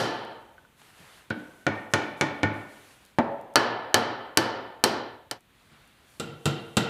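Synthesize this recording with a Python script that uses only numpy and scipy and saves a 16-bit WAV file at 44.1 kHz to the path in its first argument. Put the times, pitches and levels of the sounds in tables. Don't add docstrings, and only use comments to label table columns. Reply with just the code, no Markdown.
import sys
import numpy as np
from scipy import signal
from scipy.fft import rfft, irfft, next_fast_len
from scipy.io import wavfile
from scipy.ndimage import uniform_filter1d

SR = 44100
rng = np.random.default_rng(int(sys.argv[2]) if len(sys.argv) > 2 else 0)


def gain_from_db(level_db):
    decades = np.asarray(level_db, float) / 20
    return 10 ** decades


def to_wav(sig):
    pcm = np.clip(np.atleast_2d(sig), -1, 1) * 32767
    pcm = np.round(pcm).astype(np.int16)
    wavfile.write(sys.argv[1], SR, pcm.T)


N = 303849
LEAD = SR // 4


def unit(x):
    return x / np.sqrt(np.mean(x ** 2) + 1e-20)


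def along(points, hz):
    f, v = np.transpose(points)
    return np.interp(np.log(hz + 1), np.log(f + 1), v)


def causal(gain):
    cepstrum = irfft(np.log(gain + 1e-6))
    half = len(cepstrum) // 2
    cepstrum[1:half] *= 2
    cepstrum[half + 1:] = 0
    return np.exp(rfft(cepstrum))


def noise(spectrum, lo_hz, hi_hz, patchy_db):
    z = signal.stft(rng.standard_normal(N + 512), nperseg=512)[2]
    patches = uniform_filter1d(rng.standard_normal(z.shape), 6, 0)
    patches = uniform_filter1d(patches, 8, 1)
    patchy = signal.istft(z * gain_from_db(patchy_db * unit(patches)), nperseg=512)[1][:N]
    hz = np.fft.rfftfreq(N, 1 / SR)
    shaped = rfft(patchy) * gain_from_db(along(spectrum, hz))
    in_band = irfft(shaped * (hz > lo_hz) * (hz < hi_hz), N)
    return irfft(shaped, N) / np.std(in_band)


# frequency in Hz, level in dB per Hz.
HUSH_SPECTRUM = [(20, -16), (50, 0), (120, 1), (250, -3), (600, -12.5), (1500, -12), (3500, -14),
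                 (5000, -26), (10000, -25.5), (15500, -24.5), (16000, -73.5)]


def room_hush():
    return gain_from_db(-66) * noise(HUSH_SPECTRUM, 60, 400, patchy_db=.8)


# frequency in Hz, level in dB per Hz.
DRAG_SPECTRUM = [(150, -26.5), (300, -6), (700, -3), (1400, -1.5), (3000, -5.5), (4500, -8.5),
                 (6500, -30.5), (9000, -55.5)]
# frequency in Hz, level in dB per Hz.
SWISH_SPECTRUM = [(2500, -28.5), (4500, -2), (6000, 1.5), (10000, 2.5), (13000, -2.5), (15600, -13),
                  (16000, -47)]
# start in seconds, length in seconds, drag in dB,
# swish in dB against the drag.
ARM_MOVES = [(0, .15, -58, -1), (.2, 0.56, -77.5, 4), (0.755, .15, -57, -4), (0.91, .27, -52, -7),
             (1.297, .33, -63, -1), (1.718, 0.13, -78, 12.5), (1.898, .04, -73, 13), (2, .1, -68, 2),
             (2.16, .05, -71, 10), (2.33, .06, -78, 10), (2.51, .12, -56, -6.5), (2.636, .3, -55, -4),
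             (2.985, .1, -59.5, -7.5), (3.2, .4, -77, -7.5), (5.403, .75, -61, -8), (5.686, .15, -61, -15),
             (6.043, .2, -62, -0.5), (6.27, .58, -69.5, 6.5)]


def sleeves():
    start, length, drag_db, swish_db = np.transpose(ARM_MOVES)[:, :, None]
    clock = np.arange(0, N + 64, 64) / SR
    t = clock - start
    swell = np.clip(t / (0.29 * length), 0, 1)
    settle_db = 102 * np.clip(t - length, 0, None)
    moves = swell * gain_from_db(drag_db - 4 - settle_db)

    def together(levels):
        return np.interp(np.arange(N) / SR, clock, np.linalg.norm(levels, axis=0))

    drag = together(moves) * noise(DRAG_SPECTRUM, 1000, 4000, patchy_db=1.5)
    swish = together(moves * gain_from_db(swish_db)) * noise(SWISH_SPECTRUM, 6000, 14000, patchy_db=.6)
    return drag + swish


# frequency in Hz, time to fall 60 dB in seconds.
HALL_T60 = [(80, 0.56), (250, 0.63), (700, 0.9), (1500, 0.76), (3500, 0.7), (6000, 0.41), (9000, 0.28),
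            (12000, 0.28), (16000, .12)]
# frequency in Hz, level in dB.
HALL_TONE = [(80, -1), (500, 5.5), (2000, 1), (5000, -6), (10000, -11.5), (15500, -5), (16100, -43.5)]


def hall(early_db):
    hz, t, z = signal.stft(rng.standard_normal(SR), SR, nperseg=256)
    late = gain_from_db(-60 * t / along(HALL_T60, hz)[:, None])
    early = gain_from_db(early_db - 60 * t / 0.057)
    z = z * (late + early) * gain_from_db(along(HALL_TONE, hz))[:, None]
    tail = signal.istft(z, SR, nperseg=256)[1][:SR]
    tail = tail * np.clip(np.arange(SR) / SR / 0.0027 - .6, 0, 1)
    return tail / np.linalg.norm(tail)


def surface_rattle(m, f, rattle_s):
    t = np.arange(1024) / SR
    chatter = rng.standard_normal(len(t)) * gain_from_db(-60 * t / rattle_s) * (1 - np.exp(-t / 0.0011))
    rattle = rfft(chatter, m)
    rattle *= causal(1 / uniform_filter1d(np.abs(rattle), size=600))
    return rattle * 1j * f / (1500 + 1j * f)


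def body_ring(modes, f):
    ring = np.zeros(len(f), complex)
    scatter = rng.normal(0, 1, (len(modes), 2)) * [1.2, .006]
    for (hz, width, db), (shift_db, detune) in zip(modes, scatter):
        centre = hz + hz * detune
        ring += gain_from_db(db + shift_db) * 1j * f * width / (centre ** 2 - f * f + 1j * f * width)
    return ring


def near_walls(f):
    bounces = sum(gain_from_db(db) * np.exp(-2j * np.pi * f * late_s) for late_s, db in [(.0131, -11), (.022, -7.5)])
    return 1 + bounces * (1090 / (1090 + 1j * f)) ** 2


# frequency in Hz, gain in dB.
BAND_GAINS = [(170, 8.5), (800, 0), (1750, -6), (4000, -2.5), (10000, -6)]


def contact_colour(thud, hard, tone, air_db, f):
    knock, clack, snap = tone
    against_peak = (thud, 0, knock, clack + 0.31 * hard, snap + hard)
    levels = [(hz, gain + db) for (hz, gain), db in zip(BAND_GAINS, against_peak)]
    low, high = levels[0][1], levels[-1][1] + air_db
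    bottom = [(25, low - 44.5), (95, low - 2.5)]
    top = [(14500, high), (16500, high - 16.5)]
    return causal(gain_from_db(along(bottom + levels + top, f)))


def contacts(table, modes, tone, carried, wet_db, rattle_db, rattle_s, push_hz, early_db=9, air_db=-9):
    out = np.zeros(N + LEAD + 2 * SR)
    m = next_fast_len(SR + 8192)
    f = np.fft.rfftfreq(m, 1 / SR)
    push = (push_hz / (push_hz + 1j * f)) ** 2
    for s, db, thud, hard in table:
        ring = body_ring(modes, f)
        near = (1 + ring) * (push + gain_from_db(rattle_db) * surface_rattle(m, f, rattle_s))
        near *= near_walls(f)
        far = (1 + carried * ring) * gain_from_db(wet_db) * rfft(hall(early_db), m)
        colour = contact_colour(thud, hard, tone, air_db, f)
        start = LEAD + round(s * SR)
        out[start:start + SR] += gain_from_db(db + 27.5) * irfft(colour * (near + far), m)[:SR]
    return out[LEAD:LEAD + N]


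# start in seconds, peak in dB at 500-1200
# Hz, thud in dB against it, hardness in dB.
CRACKLES = [(.11, -70, -5, -7), (.25, -70, -5, -3), (3.051, -65, -0.5, -7), (3.062, -71.5, -6, -3.5),
            (3.413, -76, -10, 1), (3.538, -71, -5, -1.5),
            (5.407, -77, -6, 0), (5.876, -79, -8, 0.006)]


def cloth_crackles():
    return contacts(CRACKLES, [], tone=(-6.5, 3, 15), carried=0, wet_db=-6.5,
                    rattle_db=7.0, rattle_s=.004, push_hz=2484)


# start in seconds, peak in dB at 500-1200 Hz, thud in dB against it, hardness in dB.
SMALL_TICKS = [(.817, -42.5, -25, -12), (1.003, -62, 22, -4), (1.3025, -40.5, -10.5, 18.5),
               (2.428, -39.5, -6, 0.5)]


def ticks():
    return contacts(SMALL_TICKS, [], tone=(.5, 0, -18.5), carried=0, wet_db=-10.0,
                    rattle_db=-5.0, rattle_s=.008, push_hz=2540)


# start in seconds, peak in dB at 500-1200 Hz, thud in dB against it, hardness in dB.
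LIGHT_TOUCHES = [(.581, -50, -20, 0), (.650, -54, -20, 4), (1.3082, -31, -20, 0), (1.668, -29, -20, 0)]
# frequency in Hz, width in Hz, level in dB over the plain blow.
PING_MODE = [(1497, 70, 24)]


def light_touches():
    return contacts(LIGHT_TOUCHES, PING_MODE, tone=(0, -21, -33), carried=.7, wet_db=-13,
                    rattle_db=-6, rattle_s=.008, push_hz=4000)


# start in seconds, peak in dB at 500-1200 Hz, thud in dB against it, hardness in dB.
FAR_BLOWS = [
    (6.198, -39, 6.8, .6),
    (6.456, -30, 5.1, .1),
    (6.769, -25.5, 3.5, -.4),
]
FAR_TOUCHES = [(5.716, -69.5, 12.5, 3), (5.735, -64, -9, -4)]
# frequency in Hz, width in Hz, level in dB over the plain blow.
FAR_MODES = [(114, 22, 2.8), (144.5, 20, 18.3), (215, 32, 12.3), (338, 12, 19), (463, 17, 19),
             (785, 140, 5.5), (1380, 76, 22.7), (1945, 54, 15), (2775, 82, 17.6), (3070, 110, 14.7),
             (3560, 120, 7.5), (3800, 240, 7.6), (7500, 700, 12.5)]


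def wide_position():
    struck = contacts(FAR_BLOWS, FAR_MODES, tone=(1.7, 4.1, 1.9), carried=.35, wet_db=5,
                      rattle_db=-2.5, rattle_s=0.0083, push_hz=510, early_db=10)
    touched = contacts(FAR_TOUCHES, FAR_MODES, tone=(8.6, 3.3, -6), carried=0.49, wet_db=-2.0,
                       rattle_db=-9, rattle_s=0.014, push_hz=895)
    return struck + touched


# start in seconds, peak in dB at 500-1200 Hz, thud in dB against it, hardness in dB.
HANDLE_KNOCK = [(1.3062, -29, 1.4, 0)]
# frequency in Hz, width in Hz, level in dB over the plain blow.
HANDLE_RING = [(110, 16, 3.1), (228, 79, 13), (302, 28, 11.6), (520, 36, 2.4), (717, 7.3, 2.4),
               (890, 20, 4.3), (1512, 43, 28.6), (1810, 32, 6), (2200, 62, 7.3), (3180, 62, 4.9)]


def handle_tap():
    return contacts(HANDLE_KNOCK, HANDLE_RING, tone=(3.3, -2.1, -27.5), carried=.55, wet_db=-3.5,
                    rattle_db=-6, rattle_s=.01, push_hz=2500)


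# start in seconds, peak in dB at 500-1200 Hz, thud in dB against it, hardness in dB.
SEATING_BLOW = [(3.186, -8.5, -9.5, 0)]
# frequency in Hz, width in Hz, level in dB over the plain blow.
SEATING_RING = [(118, 68, 2), (241, 30, 11), (306.4, 10, 6), (558, 9.6, 13), (658, 19, 8.7), (890, 30, 9.7),
                (1340, 30, 2), (1810, 190, 8.6), (2300, 53, 1.6)]


def seating_blow():
    return contacts(SEATING_BLOW, SEATING_RING, tone=(-8, -20, -33), carried=0.61, wet_db=-3,
                    rattle_db=-1.0, rattle_s=0.0092, push_hz=1554, early_db=15)


# start in seconds, peak in dB at 500-1200 Hz, thud in dB against it, hardness in dB.
TAPS = [
    (1.6665, -18, -7, -4),
    (1.937, -14.5, -9, 10.5),
    (2.211, -16.5, -6.5, 6),
    (2.432, -18.5, -2, -4),
]
# frequency in Hz, width in Hz, level in dB over the plain blow.
TAP_RING = [(104, 8.7, 16), (145.6, 10, 6), (217, 12, 8), (292.4, 38, 11.5), (565, 40, -3), (875, 7.6, 10),
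            (1460, 26, 13.5), (1816, 26, 16), (2280, 100, 10.5), (3010, 85, 0), (3500, 62, 4.5),
            (4150, 31, 4.5), (6250, 1600, 2.5)]


def side_taps():
    return contacts(TAPS, TAP_RING, tone=(3, -8.5, -19.5), carried=0.8, wet_db=-1.85,
                    rattle_db=1.0, rattle_s=0.0057, push_hz=2560, air_db=-18)


# start in seconds, peak in dB at 500-1200 Hz, thud in dB against it, hardness in dB.
BLOW_BEFORE = [(-.06, -7, -6.5, 13)]
DRIVING_BLOWS = [
    (3.557, -6.5, -15.5, -5.5),
    (3.943, -10, -11.5, 0.5),
    (4.373, -12.5, -9, 4),
    (4.839, -12, -9.5, 5),
    (5.312, -32.5, -13, 4.5),
]
# frequency in Hz, width in Hz, level in dB over the plain blow.
WEDGE_RING = [(116.9, 13, 12), (238.7, 17, 5.9), (329.6, 170, 2.7), (530, 17, 1.4), (724, 12, 0.57),
              (896, 69, 5.1), (1400, 410, 3.9), (1749, 33, 12.6), (3032, 150, 7.2), (4077, 220, 5.5),
              (4445, 39, 13), (4870, 180, 5.6), (5550, 220, 3.4), (8130, 97, 1)]


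def wedge_blows(fade):
    struck = []
    for s, db, thud, hard in DRIVING_BLOWS:
        fade_db = 20 * np.log10(max(fade[round(s * SR)], .05))
        struck.append((s, db - fade_db, thud, hard))
    return contacts(BLOW_BEFORE + struck, WEDGE_RING, tone=(.1, -4, -5.5), carried=0.9, wet_db=0.5,
                    rattle_db=6.5, rattle_s=0.0061, push_hz=2960)


# start in seconds, end in seconds.
DISSOLVE_SPAN = (4.985, 5.4)


def scene():
    fade = np.interp(np.arange(N) / SR, DISSOLVE_SPAN, [1, 0])
    close = ticks() + light_touches() + handle_tap() + seating_blow() + side_taps() + wedge_blows(fade)
    return (room_hush() + sleeves() + cloth_crackles() + wide_position() + close * fade)[None]


def low_pass(x):
    return signal.sosfilt(signal.butter(12, 16850, fs=SR, output="sos"), x)


def record(dry):
    t = np.arange(N) / SR
    power = uniform_filter1d(dry[0] ** 2, 220, origin=109)
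    level_db = 10 * np.log10(np.abs(power) + 1e-12)
    release = 40 * t
    held_db = np.maximum.accumulate(level_db + release) - release
    grab = 1 - np.exp(-1 / (0.00056 * SR))
    cut_db = signal.lfilter([grab], [1, grab - 1], .5 * np.clip(held_db + 17.0, 0, 30))
    cut_db = np.maximum(cut_db, 8 - 24 * t)
    x = dry * gain_from_db(-cut_db)
    x = x / (1 + np.abs(x / .53) ** 12) ** (1 / 12)
    x = signal.sosfilt(signal.butter(3, 15300, fs=SR, output="sos"), x)
    return low_pass(x)


dry = scene()
out = record(dry)
to_wav(out)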